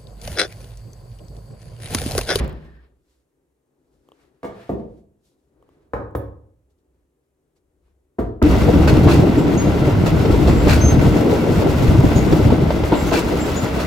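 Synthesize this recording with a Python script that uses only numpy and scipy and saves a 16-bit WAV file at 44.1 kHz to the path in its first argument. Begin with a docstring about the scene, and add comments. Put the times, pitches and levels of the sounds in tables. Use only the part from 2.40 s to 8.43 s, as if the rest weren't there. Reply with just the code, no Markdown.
"""Painted wooden cabinet doors knock shut in a tiled kitchen, over traffic rumble, a drone and hiss.
A wall door is already booming at the start: catches tick and its damper lets out air. Then three low doors
are knocked twice each, near 2.0, 3.5 and 5.8 s, amid ticks, rustles and soft footfalls.
Blows ring banks of panel modes; ticks ring wood, plastic and steel; all else is coloured noise under swells.
Knocks and ticks get a synthetic room tail, and a pair of microphone ports sets the final stereo."""
import sys
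import numpy as np
from scipy import signal
from scipy.fft import rfft, irfft, next_fast_len
from scipy.io import wavfile
from scipy.ndimage import map_coordinates

SR = 44100
rng = np.random.default_rng(int(sys.argv[2]) if len(sys.argv) > 2 else 0)


def persist_wave(psi):
    """Save psi, clipped to +-1, as 16-bit WAV."""
    counts = np.round(np.clip(psi, -1, 1) * 32767).astype(np.int16)
    wavfile.write(sys.argv[1], SR, np.atleast_2d(counts).T)


N = 265790


def amp(db):
    """Decibels to linear gain."""
    return 10 ** (np.asarray(db) / 20)


def unit(x):
    """Scale to an rms of 1."""
    return x / np.sqrt(np.mean(x ** 2) + 1e-20)


def along(points, hz):
    """Read a curve of (hz, value) points, joined on a log frequency axis."""
    point_hz, value = np.transpose(points)
    return np.interp(np.log(hz + 1), np.log(point_hz + 1), value)


def wobble(rate):
    """A smooth random curve with rate knots a second."""
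    knots = rng.standard_normal(int(N * rate / SR) + 4)
    return map_coordinates(knots, [np.arange(N) * rate / SR])


def swell(s, swell_s, fade_s, hold_s=0):
    """Gain that rises to 1 at time s, may hold, and dies away again."""
    edge_db, roundness = 20, 1.3  # a swell or fade time spans edge_db; roundness 1 = pointed top, 2 = round top
    t = np.arange(N) / SR - s
    fade = np.abs(np.maximum(t - hold_s, 0) / fade_s)
    return amp(-edge_db * np.where(t < 0, -t / swell_s, fade) ** roundness)


def filtered(x, response):
    """Multiply the spectrum of x by a complex response of frequency."""
    n = x.shape[-1]
    padded = next_fast_len(n + SR // 2)
    hz = np.fft.rfftfreq(padded, 1 / SR)
    return irfft(rfft(x, padded) * response(hz), padded)[..., :n]


def ringing(modes, f):
    """Causal response of (pitch_hz, width_hz, level_db) resonances, with alternating signs."""
    total = 0
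    for k, (pitch, width, db) in enumerate(modes):
        resonance = 1j * f * width / (pitch * pitch - f * f + 1j * f * width)
        total = total + (-1) ** k * amp(db) * resonance
    return total


def burst(spectrum, delay, rise, t60):
    """One second holding a coloured noise burst that starts after delay and decays by 60 dB in t60 seconds."""
    t = np.maximum(np.arange(SR) / SR - delay, 0)
    noise = unit(filtered(rng.standard_normal(SR), lambda f: amp(along(spectrum, f))))
    return noise * amp(-60 * t / t60) * (1 - np.exp(-t / rise))


def diffuse(pair, spectrum):
    """Colour two unrelated noises and mix them into a left and right that agree most in the bass."""
    # left-right likeness of diffuse sound: pitch_hz, correlation (1 = identical)
    alike = [(40, 0.91), (120, 0.94), (300, 0.83), (600, 0.43), (1200, 0.18), (4000, 0.43), (15000, 0.1)]

    def mid_side(hz):
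        turn = np.arccos(np.clip(along(alike, hz), -1, 1)) / 2
        return amp(along(spectrum, hz)) * [np.cos(turn), np.sin(turn)]

    mid, side = filtered(pair, mid_side)
    return np.array([mid + side, mid - side])


def rush(spectrum):
    """Steady coloured stereo noise of rms 1."""
    return unit(diffuse(rng.standard_normal((2, N)), spectrum))


def kitchen(x, wet_db):
    """Direct sound plus a fresh reverberant tail in which each frequency dies at its own speed."""
    # reverberation time of the tiled room: pitch_hz, t60_s
    decay = [(40, .9), (110, 0.75), (280, 0.63), (740, 0.56), (1940, 0.41), (5120, 0.39), (9000, 0.31),
             (15000, 0.22)]
    # strength of the room's answer: pitch_hz, level_db
    wet = [(40, -1), (65, -2), (100, 0.5), (300, -2), (2000, -2), (15000, -4)]
    hz, t, z = signal.stft(rng.standard_normal((2, SR)), SR, nperseg=512)
    dying = z * amp(-60 * t / along(decay, hz)[:, None])
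    tail = signal.istft(dying, SR, nperseg=512)[1][:, :SR]
    scale = amp(wet_db) / np.linalg.norm(tail[0])
    build_up = 1 - np.exp(-np.arange(SR) / SR / 0.0013)  # the first walls are a metre or two away
    tail = diffuse(tail, wet) * build_up
    return x + scale * signal.fftconvolve(x[None], tail, axes=1)[:, :len(x)]


def add(out, s, sound):
    """Mix a stereo sound in at time s, which may lie before the start."""
    at = round(s * SR)
    sound = sound[:, max(-at, 0):]
    at = max(at, 0)
    out[:, at:at + sound.shape[1]] += sound[:, :out.shape[1] - at]


def knocks():
    """One corner lands, then the other; both shake the panel and crack the edge, and the handle buzzes."""
    # blows: start_s, blow_db, door_number, contact_softness_hz, edge_crack_db, handle_buzz_db, boom_db,
    # second_contact_delay_s, second_contact_db (against the first), pan_db (left minus right), room_db
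    blows = [(-.02, -20.5, 0, 1500, -44, -70, -6.5, .02, -17.5, -2.5, 6),
             (2.030, -37.5, 1, 1800, -31, -41.5, -0.5, 0.013, 3.5, -2, 3.5),
             (2.292, -19.5, 1, 576.5, -50, -59.5, -3.5, .006, -14, -2, 4.5),
             (3.5345, -27.5, 2, 1800, -39.5, -56.5, 0.5, .011, -10.5, -1, 3),
             (3.75, -25, 2, 1110, -38, -37, 2.5, .005, -22, -2, -1),
             (5.7848, -26, 3, 956, -45.5, -46, 0.5, 0.00356, 6.5, -1, 2),
             (6.017, -21, 3, 1497, -55, -58, -10, 0.0027, 2, 0, 2)]
    # panel modes of each door, lowest first: pitch_hz, width_hz, level_db
    wall_door = [(58.2, 14, 12.5), (65.25, 13, 13), (103, 75, -14), (159, 23, -4), (223.1, 50, -10.5),
                 (378, 120, -10.5), (484, 30, -14), (544, 61, -13.5), (870, 170, -15), (1065, 330, -17),
                 (1640, 300, -27), (2460, 820, -39)]
    left_door = [(61.5, 20, -8), (134, 75, -7.5), (198.2, 75, -3), (219.8, 26, 0), (310, 50, -3.5),
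                 (395, 51, -1.5), (489.3, 30, 2.5), (676, 42, 2), (920, 100, -7.5), (1167, 75, -4.5),
                 (1435, 270, -15), (1667, 97, -11), (2050, 110, -25), (2226, 55, -6.5), (2640, 110, -18.5),
                 (3300, 360, -20)]
    sink_door = [(64.7, 14, 1), (111.8, 16, -0.5), (185, 30, -7), (299.4, 45, -2.5), (387, 18, -2.5),
                 (448, 64, -0.5), (547, 70, 0.5), (630, 37, -25.5), (775, 290, -7.5), (1091, 49, 0),
                 (1240.5, 37, -1.5), (1610, 240, -5), (1842, 330, -6), (1990, 340, -9.5),
                 (2400, 290, -16.5)]
    end_door = [(51.6, 4.4, -0.5), (76, 33.6, -6), (116.1, 14, -4.5), (202, 150, -13), (275.8, 68, 3.5),
                (397, 180, -3), (533, 68, -3.5), (683, 41, -5), (814, 62, -8.5), (890, 190, -12),
                (1158, 42, -4.5), (1247, 96, -13.5), (1393, 54, -6.5), (1586, 110, -13.5), (2007, 88, -12),
                (2420, 480, -24.5)]
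    # crack of the door edge: pitch_hz, relative_density_db (per Hz)
    edge_colour = [(900, -27.5), (1800, 0.5), (2500, -12.5), (3500, -13.5), (5000, -18.5), (8000, -22),
                   (12000, -27.5), (15800, -30.5)]
    # steel handle shivering on its screws: pitch_hz, relative_density_db (per Hz)
    buzz_colour = [(6000, -34.5), (9500, -12), (10800, -2.5), (13000, -6), (15800, -2.5)]
    doors = [wall_door, left_door, sink_door, end_door]
    out = np.zeros((2, N))
    for s, db, door, soft_hz, crack_db, buzz_db, boom_db, second_s, second_db, pan_db, room_db in blows:
        modes = np.array(doors[round(door)], float)
        modes[:2, 2] += boom_db  # the two lowest modes belong to the carcass behind the door
        contacts = np.zeros(SR)
        contacts[[0, round(second_s * SR)]] = 1, -amp(second_db)
        # a soft contact lasts longer, so it excites less treble
        panel = filtered(contacts, lambda f: ringing(modes, f) / (1 + 1j * f / soft_hz) ** 3)
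        first_edge = burst(edge_colour, 0, rise=.0015, t60=0.039)
        second_edge = amp(second_db) * burst(edge_colour, second_s, rise=0.0066, t60=0.092)
        buzz = burst(buzz_colour, second_s, rise=0.01, t60=0.096)
        crack = amp(crack_db) * (first_edge + second_edge) + amp(buzz_db) * buzz
        knock = amp(db) * (amp(52) * panel + amp(26) * crack)
        pan = amp([[pan_db / 2], [-pan_db / 2]])
        add(out, s, kitchen(knock, room_db) * pan)
    return out


def ticks():
    """Catches and handles: one sharp slip rings wood and plastic catch, with a short chatter of steel."""
    # small ticks: start_s, level_db, wood_db, steel_db
    slips = [(0.045, -51.5, 9, 8.5), (0.0783, -49, 11, 8.5), (0.084, -71, 0, 9), (0.095, -56, 8, 9),
             (0.1276, -53, 12, -2.5), (1.688, -58.5, 15, 0), (1.719, -50, 9.5, -11.5),
             (3.226, -70, 24.5, 1.5), (3.2908, -67.5, 21, 0.5), (5.481, -85, 22, 2),
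             (.248, -73.5, -3, 10.5), (3.71, -77, 6, 10)]
    # resonances of wood, plastic catch and steel: pitch_hz, width_hz, level_db
    wood = [(451.7, 170, 8.5), (1150, 150, 5)]
    catch = [(2860, 430, 10), (3230, 480, 11.5)]
    steel = [(5500, 720, -16), (7150, 1900, -7), (9670, 1000, -6), (14530, 2800, -8)]
    chatter_t60_s, room_db = 0.0098, -14.5  # the steel chatters briefly before it grips
    out, t = np.zeros((2, N)), np.arange(SR // 2) / SR
    slip = -1. * (t == 0)
    for s, db, wood_db, steel_db in slips:
        chatter = rng.standard_normal(len(t)) * amp(-60 * t / chatter_t60_s)
        chatter = chatter / np.linalg.norm(chatter)

        def dull(f):
            return (amp(wood_db) * ringing(wood, f) + ringing(catch, f)) / (1 + 1j * f / 4000) ** 2

        dull_tick = filtered(slip, dull)
        steel_tick = filtered(chatter, lambda f: ringing(steel, f))
        tick = amp(db + 26) * (dull_tick + amp(steel_db) * steel_tick)
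        add(out, s, kitchen(tick, room_db))
    return out


def damper():
    """The wall door's hinge damper lets out its air: narrow noise in uneven puffs."""
    # air leaving the damper: pitch_hz, relative_density_db (per Hz)
    nozzle = [(1350, -25), (1600, -2), (1720, -3), (1830, 3), (2100, -50.5)]
    level_db = -62.5
    puffs = amp(1.5 * wobble(50))
    return amp(level_db) * swell(0.16, swell_s=.15, fade_s=0.11, hold_s=0.235) * puffs * rush(nozzle)


def rustles():
    """Sleeve, swinging doors and slippers rub a little unevenly: noise in a body and a treble band."""
    # separate rustles: loudest_s, swell_s, fade_s, body_db, treble_db
    rubs = [(0, .05, 0.16, -37, -78), (0.248, 0.21, 0.156, -59, -74), (.42, 0.19, 0.127, -65, -100),
            (.73, 0.15, 0.16, -77, -74), (1.55, 0.22, 0.33, -87, -80.5), (1.82, 0.21, 0.2, -68.5, -76),
            (2.2, 0.13, 0.25, -51.5, -65), (2.58, 0.21, 0.097, -79.5, -78.5),
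            (2.858, .05, 0.12, -81, -67.5), (3.05, 0.13, 0.11, -101.5, -86),
            (3.359, 0.26, 0.26, -71.5, -81), (4.305, .015, 0.049, -93, -79),
            (4.388, 0.014, 0.047, -94.5, -78.5), (4.57, 0.094, 0.16, -85, -93),
            (4.85, 0.073, 0.085, -95, -94), (5.165, 0.013, 0.047, -81, -77), (5.47, 0.066, 0.1, -74, -82)]
    # body of the rubbing: pitch_hz, relative_density_db (per Hz)
    cloth = [(200, -33.5), (500, -1), (1100, -1.5), (1700, -2), (2400, -5.5), (4000, -12.5), (5300, -17.5),
             (6500, -34.5)]
    # treble of the rubbing: pitch_hz, relative_density_db (per Hz)
    fizz = [(1500, -1.5), (3000, 9.5), (4000, 13), (6000, 11.5), (9000, 9), (13000, 3.5), (15800, -10)]
    body, treble = sum(swell(s, up, down) * amp([[body_db], [treble_db]])
                       for s, up, down, body_db, treble_db in rubs)
    grain = amp(1.6 * wobble(45))
    return grain * (body * rush(cloth) + treble * rush(fizz))


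def rumble():
    """Far traffic as unsteady low noise, swelling further with footfalls felt through the floor."""
    # footfalls: loudest_s, level_db
    footfalls = [(.68, -77.5), (1.579, -67.5), (3.25, -60), (4.381, -64), (4.579, -79), (5.25, -73.5),
                 (5.45, -69), (5.68, -79.5)]
    # low rumble: pitch_hz, relative_density_db (per Hz)
    colour = [(12, -84), (20, -20), (65, 7), (118, -14), (146, -10), (170, -15), (220, -12), (370, -120)]
    traffic_db = -78.5
    steps = sum(amp(db) * swell(s, swell_s=0.16, fade_s=0.41) for s, db in footfalls)
    lumps = amp(3 * wobble(8))
    return (amp(traffic_db) + steps) * lumps * rush(colour)


def drone():
    """An unsteady hum through the walls: coloured noise that changes level and side."""
    # level and side of the hum over time: time_s, level_db, pan_db (left minus right)
    path = [(0, -44, 8), (.6, -70, 0), (.9, -73, 0), (1.3, -69, 1.5), (1.58, -65.5, 1.5), (1.9, -63, 5),
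            (2.3, -73.5, -4), (3.1, -67, 2), (3.25, -59.5, 1), (3.45, -61, -3), (4.25, -70.5, -1),
            (4.55, -68.5, -1), (4.85, -71, 1), (5.45, -69.5, 2), (6.03, -72, -1)]
    # hum of the flat: pitch_hz, relative_density_db (per Hz)
    colour = [(76, -39.5), (130, -6.5), (162, -7), (188, -19.5), (266, -5), (391, -4), (618, -15),
              (665, -17.5), (1060, -23), (1980, -34.5), (2500, -63.5), (3250, -64), (5500, -120)]
    time_s, level_points, pan_points = np.transpose(path)
    t = np.arange(N) / SR
    level_db = np.interp(t, time_s, level_points)
    pan_db = np.interp(t, time_s, pan_points)
    return amp(level_db + [pan_db / 2, -pan_db / 2] + 0.96 * wobble(13.0)) * rush(colour)


def hiss():
    """Steady self-noise of the microphone."""
    # self-noise: pitch_hz, relative_density_db (per Hz)
    colour = [(900, -9), (1700, -7), (2300, -7.5), (3200, -11), (5000, -14), (7000, -9.5), (9500, -10),
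              (12000, -12), (15800, -19)]
    level_db = -83
    return amp(level_db) * rush(colour)


def scene():
    """Doors in front, small handling sounds around them, the flat behind."""
    return knocks() + ticks() + damper() + rustles() + rumble() + drone() + hiss()


def record(dry):
    """Two ports differ in tone and, below the treble, in arrival time; nothing passes the band limit."""
    # tone of the microphone pair: pitch_hz, left_minus_right_db
    lean = [(40, 1.5), (1000, 1), (4000, 1), (9000, 0), (15000, 8)]
    lag_s, top_hz = .00022, 15850  # the left port hears everything a little earlier
    sides = np.array([[1], [-1]])

    def ports(hz):
        lead = np.pi * hz * lag_s / (1 + (hz / 1900) ** 2)  # radians; short waves scatter round the housing
        return amp(sides * along(lean, hz) / 2) * np.exp(1j * sides * lead) * (hz < top_hz)

    return filtered(dry, ports)


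dry = scene()
out = record(dry)
persist_wave(out)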